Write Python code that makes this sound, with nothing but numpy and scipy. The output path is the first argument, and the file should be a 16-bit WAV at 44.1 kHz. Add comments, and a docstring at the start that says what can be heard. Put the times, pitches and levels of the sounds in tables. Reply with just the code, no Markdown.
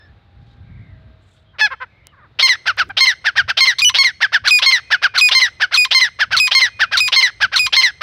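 """Low rumble, hiss and faint whistles on open ground; then a close grey francolin pips and mutters.
It repeats one phrase: clucks, a yelp into a whistle, a rasping 'kee' and a falling slur.
Its calls join rough rattles and sinking tones: syrinx pulses filtered by windpipe, throat and beak.
Stones and trees return a faint echo; a few dry ticks and rustles lie underneath.
Gain control ducks the whole mix under the loudest notes."""
import sys
import numpy as np
from scipy import signal
from scipy.fft import rfft, irfft, next_fast_len
from scipy.io import wavfile
from scipy.ndimage import uniform_filter1d, minimum_filter1d

SR = 44100
rng = np.random.default_rng(int(sys.argv[2]) if len(sys.argv) > 2 else 0)


def dump(signal):
    """Clip the signal to [-1, 1] and save it as 16-bit WAV at the path in sys.argv[1]."""
    limited = np.clip(np.atleast_2d(signal).T, -1, 1)
    pcm = np.round(limited * 32767).astype(np.int16)
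    wavfile.write(sys.argv[1], SR, pcm)


N = 353682

# 'Kee' calls. Each row: tone start in seconds, tone level in dB, nominal pitch in Hz,
# then rattle length, slur delay and slur length in seconds.
KEE_CALLS = [(2.428, -1, 2078, .041, .063, .072), (3.008, -1, 2090, .042, .060, .074),
             (3.607, 0, 2088, .039, .064, .071), (3.987, -2, 2140, .048, .057, .071),
             (4.663, 0, 2106, .047, .059, .079), (5.351, -1, 2070, .043, .064, .079),
             (5.949, -1, 2070, .043, .063, .079), (6.551, -1, 2090, .043, .064, .079),
             (7.163, -1, 2078, .045, .063, .079), (7.767, -1, 2080, .044, .065, .079)]
# Clucks. Each row: tone start in seconds, rattle and tone levels in dB, pitch factor,
# tone length in seconds.
CLUCK_CALLS = [(2.680, -14, -12, .91, .046), (2.796, -15, -11, .89, .044), (3.267, -14, -11, 1.03, .043),
               (3.379, -14, -7, 1.02, .046), (3.503, -14, -13, .94, .022), (4.229, -12, -7, 1.06, .041),
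               (4.344, -14, -7, 1.02, .040), (4.464, -17, -12, .96, .035), (4.927, -11, -9, 1.01, .043),
               (5.042, -13, -7, .95, .038), (5.163, -17, -15, .9, .036), (5.623, -13, -10, 1, .041),
               (5.734, -19, -17, .9, .036), (6.213, -13, -10, 1.01, .040), (6.331, -15, -12, .92, .046),
               (6.816, -12, -9, 1, .043), (6.936, -15, -13, .94, .046), (7.427, -12, -9, .98, .042),
               (7.541, -18, -16, .9, .038), (8.034, -11, -9, 1.1, .042)]
# Whistles. Each row: tone start in seconds, level in dB, pitch in Hz, length in seconds, mid sag in dB.
WHISTLE_CALLS = [(4.507, -8, 2456, .080, 0), (5.210, -8, 2468, .076, 0), (5.773, -9, 2458, .074, -1),
                 (6.399, -8, 2484, .073, -5), (7.003, -9, 2465, .075, -7), (7.592, -9, 2458, .071, -7)]
# Register jump. One row: tone start in seconds, nominal level in dB, low and high pitch in Hz,
# low and high length in seconds.
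YODEL_CALL = (3.818, -9, 2430, 2962, .028, .046)
# Sharp pip. One row: tone start in seconds, level in dB.
PIP_CALL = (1.610, -10)
# Soft low notes. Each row: start and length in seconds, level in dB, mid pitch in Hz, glide in octaves.
MUTTER_CALLS = [(1.530, .05, -49, 480, -.7), (1.701, .048, -23, 530, -.2), (1.800, .048, -24, 530, -.1),
                (2.116, .05, -50, 560, -.8), (2.152, .08, -49, 510, -.9), (2.203, .075, -47, 560, -.9),
                (2.893, .026, -25, 800, 0)]
# Windpipe and beak response, for calls and for whistles. Each row: frequency in Hz, gain in dB.
CALL_TRACT = [(150, -47), (400, -13), (650, -10.5), (1050, -8.5), (1500, -3), (2100, -4.5), (3100, -2.5),
              (4200, -3.5), (5200, -3.5), (6200, -16), (7100, -33), (8500, -28), (12300, -43.5),
              (14800, -33.5)]
WHISTLE_TRACT = [(150, -42.5), (600, -39.5), (1050, 1.5), (1600, -3.5), (2500, -1.5), (4000, 8.5),
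                 (5000, -2), (5950, 2), (6600, -15), (7400, -12.5), (8700, -17.5), (9900, -16.5),
                 (12300, -26.5), (14800, -23.5)]
# Thin, faint whistles. First three rows: fading ring of an earlier close call, with its overtones.
# Last two: late echoes of the francolin's whistles. Each row: start and length in seconds, level in dB,
# start, middle and end pitch in Hz, rms waver as a fraction of pitch.
FAINT_WHISTLES = [(-.12, 0.25, -55, 1790, 1750, 1750, 0.03), (-.12, 0.21, -65, 3580, 3570, 3560, .008),
                  (-.12, 0.21, -64, 5350, 5330, 5300, 0.02), (.62, 0.41, -60.5, 2280, 2090, 1950, 0.06),
                  (1.45, .11, -66, 3050, 3230, 2850, 0.03), (1.74, 0.11, -63, 2950, 3180, 3100, .004),
                  (1.86, .28, -61.5, 2300, 2150, 2010, 0.05), (2.03, 0.11, -62, 2800, 3120, 2670, 0.05),
                  (4.80, 0.46, -48.5, 2490, 2470, 2430, 0.02), (6.68, .3, -45.5, 2470, 2470, 2450, .006)]
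# Far-off steady tones, same columns.
DISTANT_TONES = [(0, .85, -68, 810, 805, 800, .004), (.82, .45, -64, 645, 640, 638, .004),
                 (1.2, .5, -71, 640, 638, 636, .004), (.3, 1.1, -69, 1580, 1590, 1590, .012)]
# Dry ticks. Each row: start in seconds, peak in dB.
DRY_TICKS = [(2.070, -21), (2.769, -30), (2.891, -34)]
# Scuffs on dry ground. Each row: start and length in seconds, level in dB, centre in Hz.
GROUND_RUSTLES = [(.36, .25, -68, 3700), (1.17, .3, -76, 7500), (1.1, .45, -70, 3500),
                  (2.78, .16, -53, 330)]
# Rumble swells. Each row: peak time and half width in seconds, level in dB.
RUMBLE_SWELLS = [(.11, .04, -50), (.40, .05, -47), (.77, .22, -39), (1.09, .05, -46), (2.88, .08, -48),
                 (3.44, .06, -43), (3.87, .07, -50), (4.43, .05, -49), (6.35, .07, -43), (6.92, .14, -50),
                 (7.45, .04, -45), (7.64, .04, -46)]
# Spectra of echo, rumble and air hiss. 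Each row: frequency in Hz, relative density in dB.
ECHO_SPECTRUM = [(200, -7.5), (1000, -17), (2200, -1), (4200, -7), (6000, -2), (8000, -1), (15000, -11.5)]
RUMBLE_SPECTRUM = [(12, -65.5), (20, -37), (54, -3), (102, 0.5), (172, -12), (247, -18), (317, -29),
                   (390, -38.5), (450, -44.5), (580, -70), (990, -120)]
AIR_SPECTRUM = [(180, -32), (300, -3.5), (432, -5.5), (700, -6), (800, -8), (993, -10.5), (1340, -7.5),
                (3230, -17), (3750, -12), (5690, -34), (9360, -47.5), (14900, -47.5), (15900, -55.5)]

FADE_S, BAND_EDGE_HZ = .0022, 15750


def francolin():
    """The close bird. Each call is a list of (start in seconds, sound) gestures."""
    out = np.zeros(N)
    for call, rows in [(pip, [PIP_CALL]), (mutter, MUTTER_CALLS), (cluck, CLUCK_CALLS),
                       (whistle, WHISTLE_CALLS), (yodel, [YODEL_CALL]), (kee, KEE_CALLS)]:
        for row in rows:
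            for start_s, sound in call(*row):
                add(out, start_s, sound)
    return out


def kee(at_s, db, hz, lead_s, slur_delay_s, slur_s, held_s=.046):
    """Loudest call: harsh rattle, ringing tone, catch, downward slur."""
    rasp = rattle(lead_s, db - 6.5, rise_s=.014, fall_db=16, pitch_hz=(450, 1200), rough=.72,
                  throat_hz=(2600, 4500), boost_db=14)
    held = tone(held_s + .001, db, hz * 1.005, hold=.72, fade_db=12, drop=.08, bend=14,
                rough=.015, fray=.25, half_db=-10.5, boost_db=-14, partial=2)
    catch = rattle(slur_delay_s - held_s, db - 9.5, pitch_hz=(1010, 1100), rough=.45,
                   throat_hz=(2900, 2800), boost_db=4)
    slur = tone(slur_s - FADE_S, db - 3.5, hz * .99, hold=.2, fade_db=29, drop=.29, bend=1.55,
                rough=.07, fray=1, half_db=-18, boost_db=-3, closing_db=15)
    return [(at_s - lead_s, rasp), (at_s - .002, held), (at_s + held_s, catch),
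            (at_s + slur_delay_s, slur)]


def cluck(at_s, rattle_db, tone_db, pitch_factor, tone_s, lead_s=.026):
    """A rising rattle breaks into a fast-falling tone as the beak closes."""
    rise = rattle(lead_s + .002, rattle_db, rise_s=.026, rough=.38, throat_hz=(900, 2400), boost_db=11,
                  pitch_hz=(450 * pitch_factor, 1020 * pitch_factor))
    fall = tone(tone_s, tone_db, 1820 * pitch_factor, hold=.45, fade_db=33, drop=.34, bend=.88,
                rough=.19, fray=1, half_db=-11, boost_db=12, closing_db=30)
    return [(at_s - lead_s, rise), (at_s, fall)]


def whistle(at_s, db, hz, length_s, sag_db):
    """Yelp, pure tone, collapse."""
    return yelp(at_s) + [(at_s, pure_tone(length_s, db, hz, sag_db))] + collapse(at_s + length_s)


def yodel(at_s, db, low_hz, high_hz, low_s, high_s):
    """A whistle that jumps to a higher register."""
    low = pure_tone(low_s, db - 1.5, low_hz, fade_db=1.5, overshoot=.02)
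    high = pure_tone(high_s, db + 1.5, high_hz, fade_db=4, boost_db=-7, overshoot=.008)
    return yelp(at_s, db=-12) + [(at_s, low), (at_s + low_s, high)] + collapse(at_s + low_s + high_s)


def pip(at_s, db, lead_s=.028):
    """Short rising rattle, then a bright, period-doubled tone."""
    rise = rattle(lead_s, db - 9, rise_s=.02, pitch_hz=(430, 950), rough=.6,
                  throat_hz=(2800, 2000), boost_db=3, half_db=-8)
    bright = tone(.072, db, 1712, hold=.6, fade_db=26, drop=.36, bend=5.5, rough=.012, fray=.8,
                  half_db=1, boost_db=16, closing_db=10, overshoot=.012)
    return [(at_s - lead_s, rise), (at_s, bright)]


def mutter(at_s, length_s, db, mid_hz, glide_oct, arch_oct=.3, edge_db=19):
    """Dull note, beak nearly shut; pitch and level arch."""
    _, progress = clock(length_s)
    edge = (2 * progress - 1) ** 2
    hz = mid_hz * 2 ** (glide_oct * (progress - .5) - arch_oct * edge)
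    note = voice(hz, db - edge_db * edge, rough=.3, half_db=-18, throat_hz=np.full(len(hz), 1150),
                 boost_db=28, tract=CALL_TRACT, width_hz=420, loud_db=-8, dulling=.8)
    return [(at_s, note)]


def yelp(at_s, db=-7, length_s=.025, top_hz=2170, edge_db=10, lead_s=.034, catch_s=.012):
    """Whistle onset: the voice flips up in a rough arch, then catches in a rattle."""
    _, progress = clock(length_s)
    edge = abs(progress - .42)
    hz = top_hz * (1 - 1.3 * edge ** 2)
    flip = voice(hz, db - edge_db * edge / edge.max(), rough=.42, half_db=-11, throat_hz=2 * hz,
                 boost_db=1, tract=WHISTLE_TRACT)
    catch = rattle(catch_s, db - 8, fall_db=3, pitch_hz=(1080, 1250), rough=.55,
                   throat_hz=(3700, 3200), boost_db=2, tract=WHISTLE_TRACT)
    return [(at_s - lead_s, flip), (at_s - catch_s, catch)]


def pure_tone(length_s, db, hz, sag_db=0, fade_db=6, boost_db=3.5, overshoot=.036):
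    """Whistle body: clean, nearly level; a sag weakens the fundamental most."""
    return tone(length_s, db, hz, hold=.6, fade_db=fade_db, drop=.025, bend=16, rough=.006, fray=.012,
                half_db=-44, boost_db=boost_db + .8 * sag_db, sag_db=sag_db, overshoot=overshoot,
                tract=WHISTLE_TRACT)


def collapse(at_s):
    """Whistle end: pitch drops into a dying rattle."""
    drop = rattle(.008, db=-13, fall_db=3, pitch_hz=(2000, 950), rough=.6,
                  throat_hz=(2400, 2000), boost_db=13, tract=WHISTLE_TRACT)
    tail = rattle(.022, db=-19, fall_db=17, pitch_hz=(1050, 1020), rough=.32,
                  throat_hz=(1150, 1100), boost_db=6, half_db=-22, tract=WHISTLE_TRACT)
    return [(at_s, drop), (at_s + .007, tail)]


def rattle(length_s, db, pitch_hz, rough, throat_hz, boost_db, rise_s=.001, rise_db=24, fall_db=0,
           half_db=-18, tract=CALL_TRACT):
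    """Rough low register; pulse rate and throat resonance glide between (start, end) pairs."""
    t, progress = clock(length_s)
    attack_db = rise_db * np.maximum(1 - t / rise_s, 0) ** 2
    decay_db = fall_db * np.maximum(t - rise_s, 0) / length_s
    hz = np.interp(progress, [0, 1], pitch_hz)
    resonance_hz = np.interp(progress, [0, 1], throat_hz)
    return voice(hz, db - attack_db - decay_db, rough, half_db, resonance_hz, boost_db, tract)


def tone(length_s, db, hz, hold, fade_db, drop, bend, rough, fray, half_db, boost_db, closing_db=0,
         sag_db=0, partial=1, overshoot=.03, tract=CALL_TRACT, settle_s=.017, break_s=.0022):
    """High register: starts sharp, holds, fades, frays, doubles its period. Throat tracks a partial."""
    t, progress = clock(length_s)
    spent = np.maximum(progress - hold, 0) / max(1 - hold, .01)
    sink = 1 - drop * progress ** bend  # higher bend, later drop
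    pitch_hz = hz * (1 + overshoot * np.exp(-t / settle_s)) * sink
    dip_db = sag_db * np.interp(progress, [0, .15, .4, .7, 1], [0, .3, 1, 1, 0])
    level_db = db - fade_db * spent ** 1.4 + dip_db
    roughness = rough + .55 * np.exp(-t / break_s) + fray * spent ** 2 - .004 * dip_db
    return voice(pitch_hz, level_db, roughness, half_db=half_db + 9 * spent - dip_db,
                 throat_hz=partial * pitch_hz, boost_db=boost_db + closing_db * progress, tract=tract)


def voice(hz, level_db, rough, half_db, throat_hz, boost_db, tract, width_hz=520, loud_db=-16,
          dulling=.5):
    """Syrinx through the windpipe and a moving throat resonance; soft notes lose overtones."""
    tilt_db_per_oct = dulling * np.minimum(level_db - loud_db, 0)
    source = syrinx(hz, np.clip(rough, 0, 1), half_db, tilt_db_per_oct)
    piped = signal.fftconvolve(source, impulse_response(tract))[:len(hz)]
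    voiced = piped + amp(boost_db) * resonate(piped, throat_hz, width_hz)
    running_rms = np.sqrt(uniform_filter1d(voiced ** 2, size=350) + 1e-12)
    fades = signal.windows.tukey(len(hz), 2 * FADE_S * SR / len(hz))
    return voiced / running_rms * amp(level_db) * fades


def syrinx(hz, rough, half_db, tilt_db_per_oct, jitter=.15, shimmer=.48, puff_cycles=.31):
    """Alternating strong and weak pulses; roughness upsets timing and size and adds a puff to each."""
    size = len(hz)
    rate_hz = hz * np.exp(jitter * rough * wander(size, 900) + .002 * wander(size, 250))
    cycles = np.cumsum(rate_hz) / SR
    order = np.arange(1, 65)[:, None] / 2  # half orders carry the period doubling
    partial_hz = order * rate_hz
    weight = np.where(order % 1, amp(half_db), 1) * np.clip((BAND_EDGE_HZ - partial_hz) / 500 + 2, 0, 1)
    weight *= amp(tilt_db_per_oct * np.log2(np.maximum(partial_hz / 2000, 1)))
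    pulses = (weight * np.cos(2 * np.pi * order * cycles)).sum(0) / np.sqrt((weight ** 2).sum(0) / 2)
    puffs = unit_rms(np.exp(-(cycles % 1) / puff_cycles) * rng.standard_normal(8192)[:size])
    breath = .65 * rough * amp(tilt_db_per_oct) * puffs
    return (pulses + breath) * np.exp(shimmer * rough * wander(size, 900))


def land_echo(sound, near_db=-23, near_t60_s=.14, far_db=-40.5, far_t60_s=.96):
    """Quick scatter from stones and bank, then a faint long echo from trees."""
    t = np.arange(int(1.5 * SR)) / SR
    near = unit_rms(noise(len(t), ECHO_SPECTRUM) * amp(-60 * t / near_t60_s) * (t > .002))
    far = unit_rms(noise(len(t), ECHO_SPECTRUM) * amp(-60 * t / far_t60_s) * (t > .03))
    response = (amp(near_db) * near + amp(far_db) * far) / np.sqrt(len(t))
    return signal.fftconvolve(sound, response)[:N]


def faint_notes(rows):
    """Wavering sines that swell and fade along a pitch curve."""
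    out = np.zeros(N)
    for start_s, length_s, db, *curve_hz, waver in rows:
        progress = np.linspace(0, 1, int(length_s * SR))
        hz = np.polyval(np.polyfit([0, .5, 1], curve_hz, 2), progress)
        hz *= 1 + waver * wander(len(hz), 300)
        note = np.sin(np.pi * progress) * np.sin(2 * np.pi * np.cumsum(hz) / SR)
        add(out, start_s, amp(db) * unit_rms(note))
    return out


def ticks(decay_s=.00028):
    """Dry snaps: low-passed noise bursts."""
    out, t = np.zeros(N), np.arange(256) / SR
    for start_s, db in DRY_TICKS:
        snap = signal.lfilter([1], [1, -.6], rng.standard_normal(len(t)) * np.exp(-t / decay_s))
        add(out, start_s, amp(db) * snap / abs(snap).max())
    return out


def rustles(crinkle_db=4):
    """Scuffs on dry ground: short swells of crinkly band noise."""
    out = np.zeros(N)
    for start_s, length_s, db, hz in GROUND_RUSTLES:
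        size = int(length_s * SR)
        band = noise(size, [(hz / 4, -45), (hz / 1.5, -15), (hz, 0), (hz * 1.5, -18), (hz * 4, -50)])
        envelope = np.hanning(size) * amp(crinkle_db * wander(size, 90))
        add(out, start_s, amp(db) * unit_rms(band * envelope))
    return out


def rumble(floor_db=-53):
    """Low noise with bell-shaped swells."""
    t = np.arange(N) / SR
    swells = sum(amp(db) * np.exp(-((t - peak_s) / width_s) ** 2)
                 for peak_s, width_s, db in RUMBLE_SWELLS)
    return noise(N, RUMBLE_SPECTRUM) * (amp(floor_db) + swells)


def air(db=-59, drift_db=1.5):
    """Faint open-air hiss, level drifting."""
    return noise(N, AIR_SPECTRUM) * amp(db + drift_db * wander(N, 3.6))


def amp(db):
    """Decibels to gain."""
    return 10 ** (np.asarray(db) / 20)


def unit_rms(x):
    """Scale to rms 1."""
    return x / np.sqrt(np.mean(x ** 2) + 1e-20)


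def clock(length_s):
    """Gesture time in seconds and as progress 0-1, with one fade of overlap."""
    t = np.arange(0, length_s + FADE_S, 1 / SR)
    return t, t / t[-1]


def add(mix, start_s, sound):
    """Mix in a sound, cropped at both ends of the mix."""
    start = round(start_s * SR)
    sound = sound[max(-start, 0):]
    part = mix[max(start, 0):][:len(sound)]
    part += sound[:len(part)]


def gain_at(spectrum, hz):
    """Gain from (Hz, dB) points, interpolated over log frequency."""
    points_hz, db = np.transpose(spectrum)
    return amp(np.interp(np.log(hz + 1), np.log(points_hz + 1), db))


def noise(size, spectrum):
    """Coloured noise, rms 1."""
    padded = next_fast_len(size)
    bins = rfft(rng.standard_normal(size), padded) * gain_at(spectrum, np.fft.rfftfreq(padded, 1 / SR))
    return unit_rms(irfft(bins, padded)[:size])


def wander(size, knots_per_s):
    """Random drift, rms 1."""
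    knots = rng.standard_normal(512)
    return unit_rms(np.interp(np.arange(size) * knots_per_s / SR, np.arange(len(knots)), knots))


def impulse_response(spectrum, size=1024):
    """Causal filter with this spectrum."""
    log_gain = np.log(gain_at(spectrum, abs(np.fft.fftfreq(size, 1 / SR))))
    return np.fft.ifft(np.exp(np.conj(signal.hilbert(log_gain)))).real[:size // 2]


def resonate(x, hz, width_hz):
    """Unity-gain resonance following the curve hz."""
    carrier = np.exp(2j * np.pi * np.cumsum(hz) / SR)
    pole = np.exp(-np.pi * width_hz / SR)
    return 2 * (carrier * signal.lfilter([1 - pole], [1, -pole], x / carrier)).real


def scene():
    """Bird, echo and countryside, mono."""
    bird = francolin()
    mix = bird + land_echo(bird) + faint_notes(FAINT_WHISTLES) + faint_notes(DISTANT_TONES)
    return (mix + ticks() + rumble() + air() + rustles())[None]


def record(dry):
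    """Gain control, full-scale peak limiter, low-pass."""
    threshold_db, attack_s, release_db_per_s = -8, .002, 100
    power_db = 10 * np.log10(abs(uniform_filter1d(dry[0] ** 2, size=130)) + 1e-12)
    release_db = np.arange(N) / SR * release_db_per_s
    held_db = np.maximum.accumulate(power_db + release_db) - release_db
    over_db = np.maximum(held_db - threshold_db, 0)
    pole = np.exp(-1 / (attack_s * SR))
    ducked = dry / amp(signal.lfilter([1 - pole], [1, -pole], over_db))
    safe_gain = 1 / np.maximum(abs(ducked[0]), 1)
    limited = ducked * uniform_filter1d(minimum_filter1d(safe_gain, size=65), size=65)
    lowpass = signal.firwin(301, BAND_EDGE_HZ, window=("kaiser", 8), fs=SR)
    return signal.oaconvolve(limited, lowpass[None], "same")


dry = scene()
out = record(dry)
dump(out)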